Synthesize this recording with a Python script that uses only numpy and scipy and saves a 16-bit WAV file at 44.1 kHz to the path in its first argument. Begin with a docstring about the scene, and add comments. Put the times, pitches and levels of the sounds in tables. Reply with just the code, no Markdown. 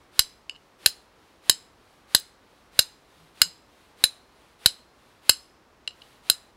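"""A steel striker hits a flint ten times over a wooden table in a small, dry room.
Each glancing blow is a scrape of a few milliseconds: a snap, gritty noise and damped partials of steel and
flint, loud enough to overload the close microphone. Where the edge lands decides which steel partials lead.
Filtered noise makes the fizzing sparks, the sleeve's rustle as the arm lifts, a broadband hiss that swells
into each blow and fades after it, and the still air; softer, duller clinks are flint and steel touching as
they are lined up. Two low hums swell by."""
import sys
import numpy as np
from scipy import signal
from scipy.fft import rfft, irfft
from scipy.io import wavfile
from scipy.ndimage import map_coordinates

SR = 44100
rng = np.random.default_rng(int(sys.argv[2]) if len(sys.argv) > 2 else 0)


def file_out(sig):
    """Save sig as 16-bit WAV at sys.argv[1]."""
    # one column per channel
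    cols = np.atleast_2d(sig).T
    # limit, then scale
    lim = np.clip(cols, -1, 1)
    pcm = np.round(lim * 32767).astype(np.int16)
    wavfile.write(sys.argv[1], SR, pcm)


N = 289296
AGE = np.arange(SR // 2) / SR  # time since a contact [s]
CUTOFF_HZ = 15750  # top of the sound's band

# The steel swings as it strikes: largest pitch shift, up or down, of the room's diffuse sound [share].
DOPPLER = 0.011

# Blows: (time [s], force [dB], scrape length [s], point of contact along the steel [-1..1], thump trim [dB],
#         lingering partial [Hz], its level [dB], sleeve rustle on the lift before the blow [dB])
BLOWS = [ (0.1924, -0.24, 0.002, .5, -2.5, 5020, -46, -67.5),
         (0.8605, 0.5, 0.0012, -.4, -2, 4385, -46.5, -70), (1.4960, 0, 0.002, .8, -5, 4990, -48, -66),
         (2.1483, -0.46, 0.0025, -.3, -3.5, 4250, -45.5, -65),
         (2.791, -1.2, 0.0031, .2, -0.5, 4090, -50, -66), (3.417, 1.2, 0.0014, .8, -2, 5080, -42, -61.5),
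         (4.0390, -1.2, 0.0023, -.8, -5, 4220, -41.5, -63),
         (4.6595, -0.5, 0.0026, -.3, 4.5, 4216, -41, -63.5),
         (5.2938, 0.8, 0.0035, .9, 2.5, 5120, -39.5, -64.5),
         (6.299, -1.5, 0.0012, -0.47, -6.5, 4170, -54.5, -59.5)]


def strikes(level_db=-3.0, thump_db=-25.0, thump_hz=70.76, thump_t60=0.038):
    """Every blow in the room, with its after-ring and a soft, damped low thump under it."""
    out = np.zeros(N)
    thump = np.sin(2 * np.pi * thump_hz * AGE) * dying(thump_t60)
    for s, force_db, length, point, thump_trim_db, linger_hz, linger_db, _ in BLOWS:
        blow = from_db(level_db + force_db) * strike(length, point)
        add(out, s, room(blow, DOPPLER))
        add(out, s, from_db(linger_db) * linger(length, linger_hz))
        add(out, s, from_db(thump_db + thump_trim_db) * thump)
    return out


# Colour of the scraping grit, relative: (frequency [Hz], level [dB per Hz])
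GRIT_COLOUR = [(100, -13), (280, -17), (520, 4), (800, -10.5), (1500, 7), (2200, 1), (4000, -5.5),
               (6500, 3), (11000, 5), (13500, -3), (16000, -13.5)]


def strike(length, point, grit_db=-9.0, chips_db=-24.5, chips_t60=0.045,
           snap_db=6.5, snap_t60=0.00018, crackle_db=4.0):
    """A sharp one-sided snap, then the clink and grit, while chips and sparks crackle away."""
    # The crackle is a random level, redrawn every 50 samples.
    knots = AGE[::50]
    wobble = np.interp(AGE, knots, rng.standard_normal(len(knots)))
    chips = from_db(chips_db) * dying(chips_t60) * from_db(crackle_db * wobble)
    scrape = from_db(grit_db) * pressure(length)
    grit = noise(GRIT_COLOUR, len(AGE)) * (scrape + chips)
    snap = -from_db(snap_db) * dying(snap_t60)
    steel_db = [db + point * shift_db for _, _, db, shift_db, _ in STEEL_PARTIALS]
    return grit + snap + clink(length, steel_db, flint_db=0.0, ring_share=0.88)


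# The steel's partials, damped by the grip:
# (frequency [Hz], t60 before the contact's ring share [s], level in a blow [dB],
#  gain per unit of the point of contact [dB], level in a light touch [dB])
STEEL_PARTIALS = [(2910, 0.031, -14.5, 3, 0.5), (4057, .019, -0.5, -2.5, -6), (5087, 0.032, -8.5, 4, -11),
                  (7544, 0.023, -12.5, 5.5, -15.5), (9832, 0.017, -6, -0.5, -10), (11732, .02, -11, 0, -27)]
# The hand-held flint's short rings: (frequency [Hz], level [dB])
FLINT_RINGS = [(1530, -18.5), (1780, -20), (2650, -19.5), (3200, -16), (3880, -10.5), (4300, -7),
               (4820, -10), (6400, -22), (7420, -21), (9430, -14.5), (10050, -14.5), (12050, -14.5)]
FLINT_T60 = 0.017  # [s], before the contact's ring share


def clink(length, steel_db, flint_db, ring_share, grip_detune=0.0029):
    """Steel and flint modes ring under one scrape; the grip shifts their pitch a little each time."""
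    out = np.zeros(len(AGE))
    for (hz, t60, *_), db in zip(STEEL_PARTIALS, steel_db):
        pitch = hz * (1 + grip_detune * rng.normal())
        out += from_db(db) * ring(length, pitch, ring_share * t60)
    for hz, db in FLINT_RINGS:
        pitch = hz * (1 + 2 * grip_detune * rng.normal())
        out += from_db(db + flint_db) * ring(length, pitch, ring_share * FLINT_T60)
    return out


def ring(length, hz, t60, slip=1.3):
    """A mode swells while the edge scrapes, its phase jostled by tiny slips, then rings freely."""
    decay_per_sample = np.exp(-np.log(1000) / (t60 * SR))
    push = pressure(length)
    force = push * np.exp(-2 * AGE / length)  # the first bite is the hardest
    swell = signal.lfilter([1], [1, -decay_per_sample], force + 1e-18)
    slips = np.cumsum(rng.standard_normal(len(AGE)) * push)
    jostle = slip * slips / np.sqrt(push.sum())
    tone = np.sin(2 * np.pi * (hz * AGE + rng.random()) + jostle)
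    return swell / swell.max() * tone


def pressure(length):
    """The edge bites at once, holds, and slides off, down to half at the scrape length."""
    return 1 / (1 + (AGE / length) ** 6)


def linger(length, hz, count=6, t60=0.55, spread=0.009):
    """The partial that the fingers damp least sings on as a cluster of close, beating tones."""
    tones = hz * (1 + spread * rng.standard_normal(count))
    return sum(ring(length, tone, t60) for tone in tones) / count


# Sparks that fizz out just after a blow: (time [s], level before the high-pass [dB], length [s])
SPARK_FIZZES = [(0.886, -43, 0.017), (2.184, -46.5, .021), (2.199, -34, .0012)]


def sparks(low_cut_hz=8000):
    """Burning specks of steel give a thin fizz: short bursts of high-passed white noise."""
    out = np.zeros(N)
    for s, db, length in SPARK_FIZZES:
        add(out, s, from_db(db) * rng.standard_normal(len(AGE)) * pressure(length))
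    return signal.sosfilt(signal.butter(2, low_cut_hz, "high", fs=SR, output="sos"), out)


# Light touches: (time [s], level [dB], scrape length [s], dull above [Hz],
#                 point of contact along the steel [-1..1])
LIGHT_TOUCHES = [(0.4954, -24.5, 0.0013, 6860, 1), (0.548, -49, .004, 4000, .6),
                 (0.5543, -46, .004, 4000, .5), (0.5605, -43, 0.003, 4000, .7),
                 (5.8756, -20, 0.0039, 6000, -0.32), (5.907, -42.5, 0.005, 5000, 0),
                 (5.933, -51, 0.0012, 5000, 0.17), (6.0176, -39.5, 0.0058, 3950, -0.3)]


def touches(grit_db=-16.5, low_cut_hz=280.0, second_partial_fade_db=6.5):
    """Soft contacts stay pressed together: short, dull clicks led by the steel's lowest partial."""
    out = np.zeros(N)
    for s, db, length, dull_hz, point in LIGHT_TOUCHES:
        steel_db = [touch_db + point * shift_db for *_, shift_db, touch_db in STEEL_PARTIALS]
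        steel_db[1] -= point * second_partial_fade_db  # an extra fade per unit of the point
        click = clink(length, steel_db, flint_db=-5.0, ring_share=0.5)
        click += from_db(grit_db) * noise(GRIT_COLOUR, len(AGE)) * pressure(length)
        edges_hz = [low_cut_hz, np.clip(dull_hz, 2 * low_cut_hz, CUTOFF_HZ)]
        band = signal.butter(2, edges_hz, "band", fs=SR, output="sos")
        dulled = signal.sosfilt(band, click)
        add(out, s, from_db(db) * room(dulled, doppler=0, early_db=-39.5))
    return out


# Shared colour of rustle and hiss, relative: (frequency [Hz], level [dB per Hz])
RUSTLE_COLOUR = [(100, -7), (300, -1.5), (1000, 0.5), (2000, 0.5), (4000, 0.5), (6000, -9.5), (10000, -8.5),
                 (15500, -19)]
FLOOR_DB = -72.5  # the rustle never rests entirely
LIFT_LEAD_S, LIFT_WIDTH_S = 0.22, 0.11  # the rustle peaks this long before a blow; its bell width
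# Hiss: level at the blow [dB], length of the swell before it [s], fading after it [dB per s]
HISS_DB, HISS_RISE_S, HISS_FADE_DB_PER_S = -49.5, 0.085, 106


def rustle_and_hiss():
    """One noise: the sleeve rustles softly on each lift, and a hiss swells into the blow and fades."""
    t = np.arange(N) / SR
    power = from_db(FLOOR_DB) ** 2
    for s, *_, lift_db in BLOWS:
        since = t - s
        lift = from_db(lift_db) * np.exp(-0.5 * ((since + LIFT_LEAD_S) / LIFT_WIDTH_S) ** 2)
        swell = np.clip(1 + since / HISS_RISE_S, 0, 1)
        hiss = swell * from_db(HISS_DB - HISS_FADE_DB_PER_S * np.maximum(since, 0))
        power = power + lift ** 2 + hiss ** 2
    return np.sqrt(power) * noise(RUSTLE_COLOUR, N)


# Colour of the diffuse room sound, relative: (frequency [Hz], level [dB per Hz])
REVERB_COLOUR = [(100, -2.5), (600, -8.5), (1500, -3), (4000, 2.5), (8000, 6), (12000, -7), (16000, -10.5)]
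# Reflections from table and walls: (delay [s], gain [ratio])
REFLECTIONS = [(.00185, .25), (.0034, .1), (.0062, .05), (0.0136, 0.054)]


def room(x, doppler, early_db=-40.0, early_t60=0.11, late_db=-63.0, late_t60=0.41, build_s=0.008, count=4):
    """Near reflections, a quick diffuse decay and a faint longer tail, Doppler-shifted by direction."""
    early = from_db(early_db) * dying(early_t60)
    late = from_db(late_db) * dying(late_t60)
    decay = (early + late) * (1 - np.exp(-(AGE / build_s) ** 2))
    out = x.copy()
    for shift in np.linspace(-doppler, doppler, count):
        shifted = map_coordinates(x, [np.arange(len(x)) * (1 + shift)], order=3)
        tail = noise(REVERB_COLOUR, len(AGE)) * decay
        out += signal.fftconvolve(shifted, tail)[:len(x)] / np.sqrt(count)
    for delay, gain in REFLECTIONS:
        lag = max(round(delay * SR), 1)
        out[lag:] += gain * x[:-lag]
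    return out


# Faint, brief low hums: (time [s], level [dB], length [s], frequency [Hz])
LOW_HUMS = [(3.17, -55, 0.12, 160.8), (3.434, -51, 0.073, 171.5)]


def hums():
    """A low sine swells and fades once under a smooth bell."""
    out = np.zeros(N)
    for s, db, length, hz in LOW_HUMS:
        bell = np.sin(np.pi * np.minimum(AGE / length, 1)) ** 2
        add(out, s, from_db(db) * bell * np.sin(2 * np.pi * hz * AGE))
    return out


# Colour of the still air, relative: (frequency [Hz], level [dB per Hz])
AIR_COLOUR = [(15, -41), (25, -7), (55, 2), (86, -0.5), (165, -4), (261, -1), (485, -2), (526, -2.5),
              (570, -3.5), (1060, -4), (1280, -6.5), (3570, -19), (5800, -20.5), (9420, -33), (15700, -34)]


def still_air(level_db=-59.5):
    """Steady noise, strongest in the bass, lies under everything."""
    return from_db(level_db) * noise(AIR_COLOUR, N)


def from_db(db):
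    """Decibels to gain."""
    return 10 ** (np.asarray(db) / 20)


def dying(t60):
    """An exponential envelope that falls 60 dB in t60 seconds."""
    return np.exp(-np.log(1000) * AGE / t60)


def noise(spectrum, size):
    """Gaussian noise of rms 1, coloured by a spectrum interpolated over log frequency."""
    hz, db = np.transpose(spectrum)
    bins_hz = np.fft.rfftfreq(size, 1 / SR)
    colour_db = np.interp(np.log(bins_hz + 1), np.log(hz), db)  # + 1 avoids log(0)
    x = irfft(rfft(rng.standard_normal(size)) * from_db(colour_db), size)
    return x / x.std()


def add(track, s, sound):
    """Mix a sound into the track at time s, cut off at the track's end."""
    at = round(s * SR)
    track[at:at + len(sound)] += sound[:N - at]


def scene():
    """Flint and steel in the room, over rustle, hiss, hums and still air."""
    return (strikes() + sparks() + touches() + rustle_and_hiss() + hums() + still_air())[None]


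def record(dry, low_cut_hz=12.0):
    """The blows overload softly towards a ceiling of 0.95; then the deepest bass and the top are cut."""
    clipped = dry / (1 + (dry / 0.95) ** 8) ** (1 / 8)
    low_cut = signal.butter(2, low_cut_hz, "high", fs=SR, output="sos")
    top_cut = signal.ellip(10, 0.1, 70, CUTOFF_HZ, fs=SR, output="sos")
    return signal.sosfilt(top_cut, signal.sosfilt(low_cut, clipped))


dry = scene()
out = record(dry)
file_out(out)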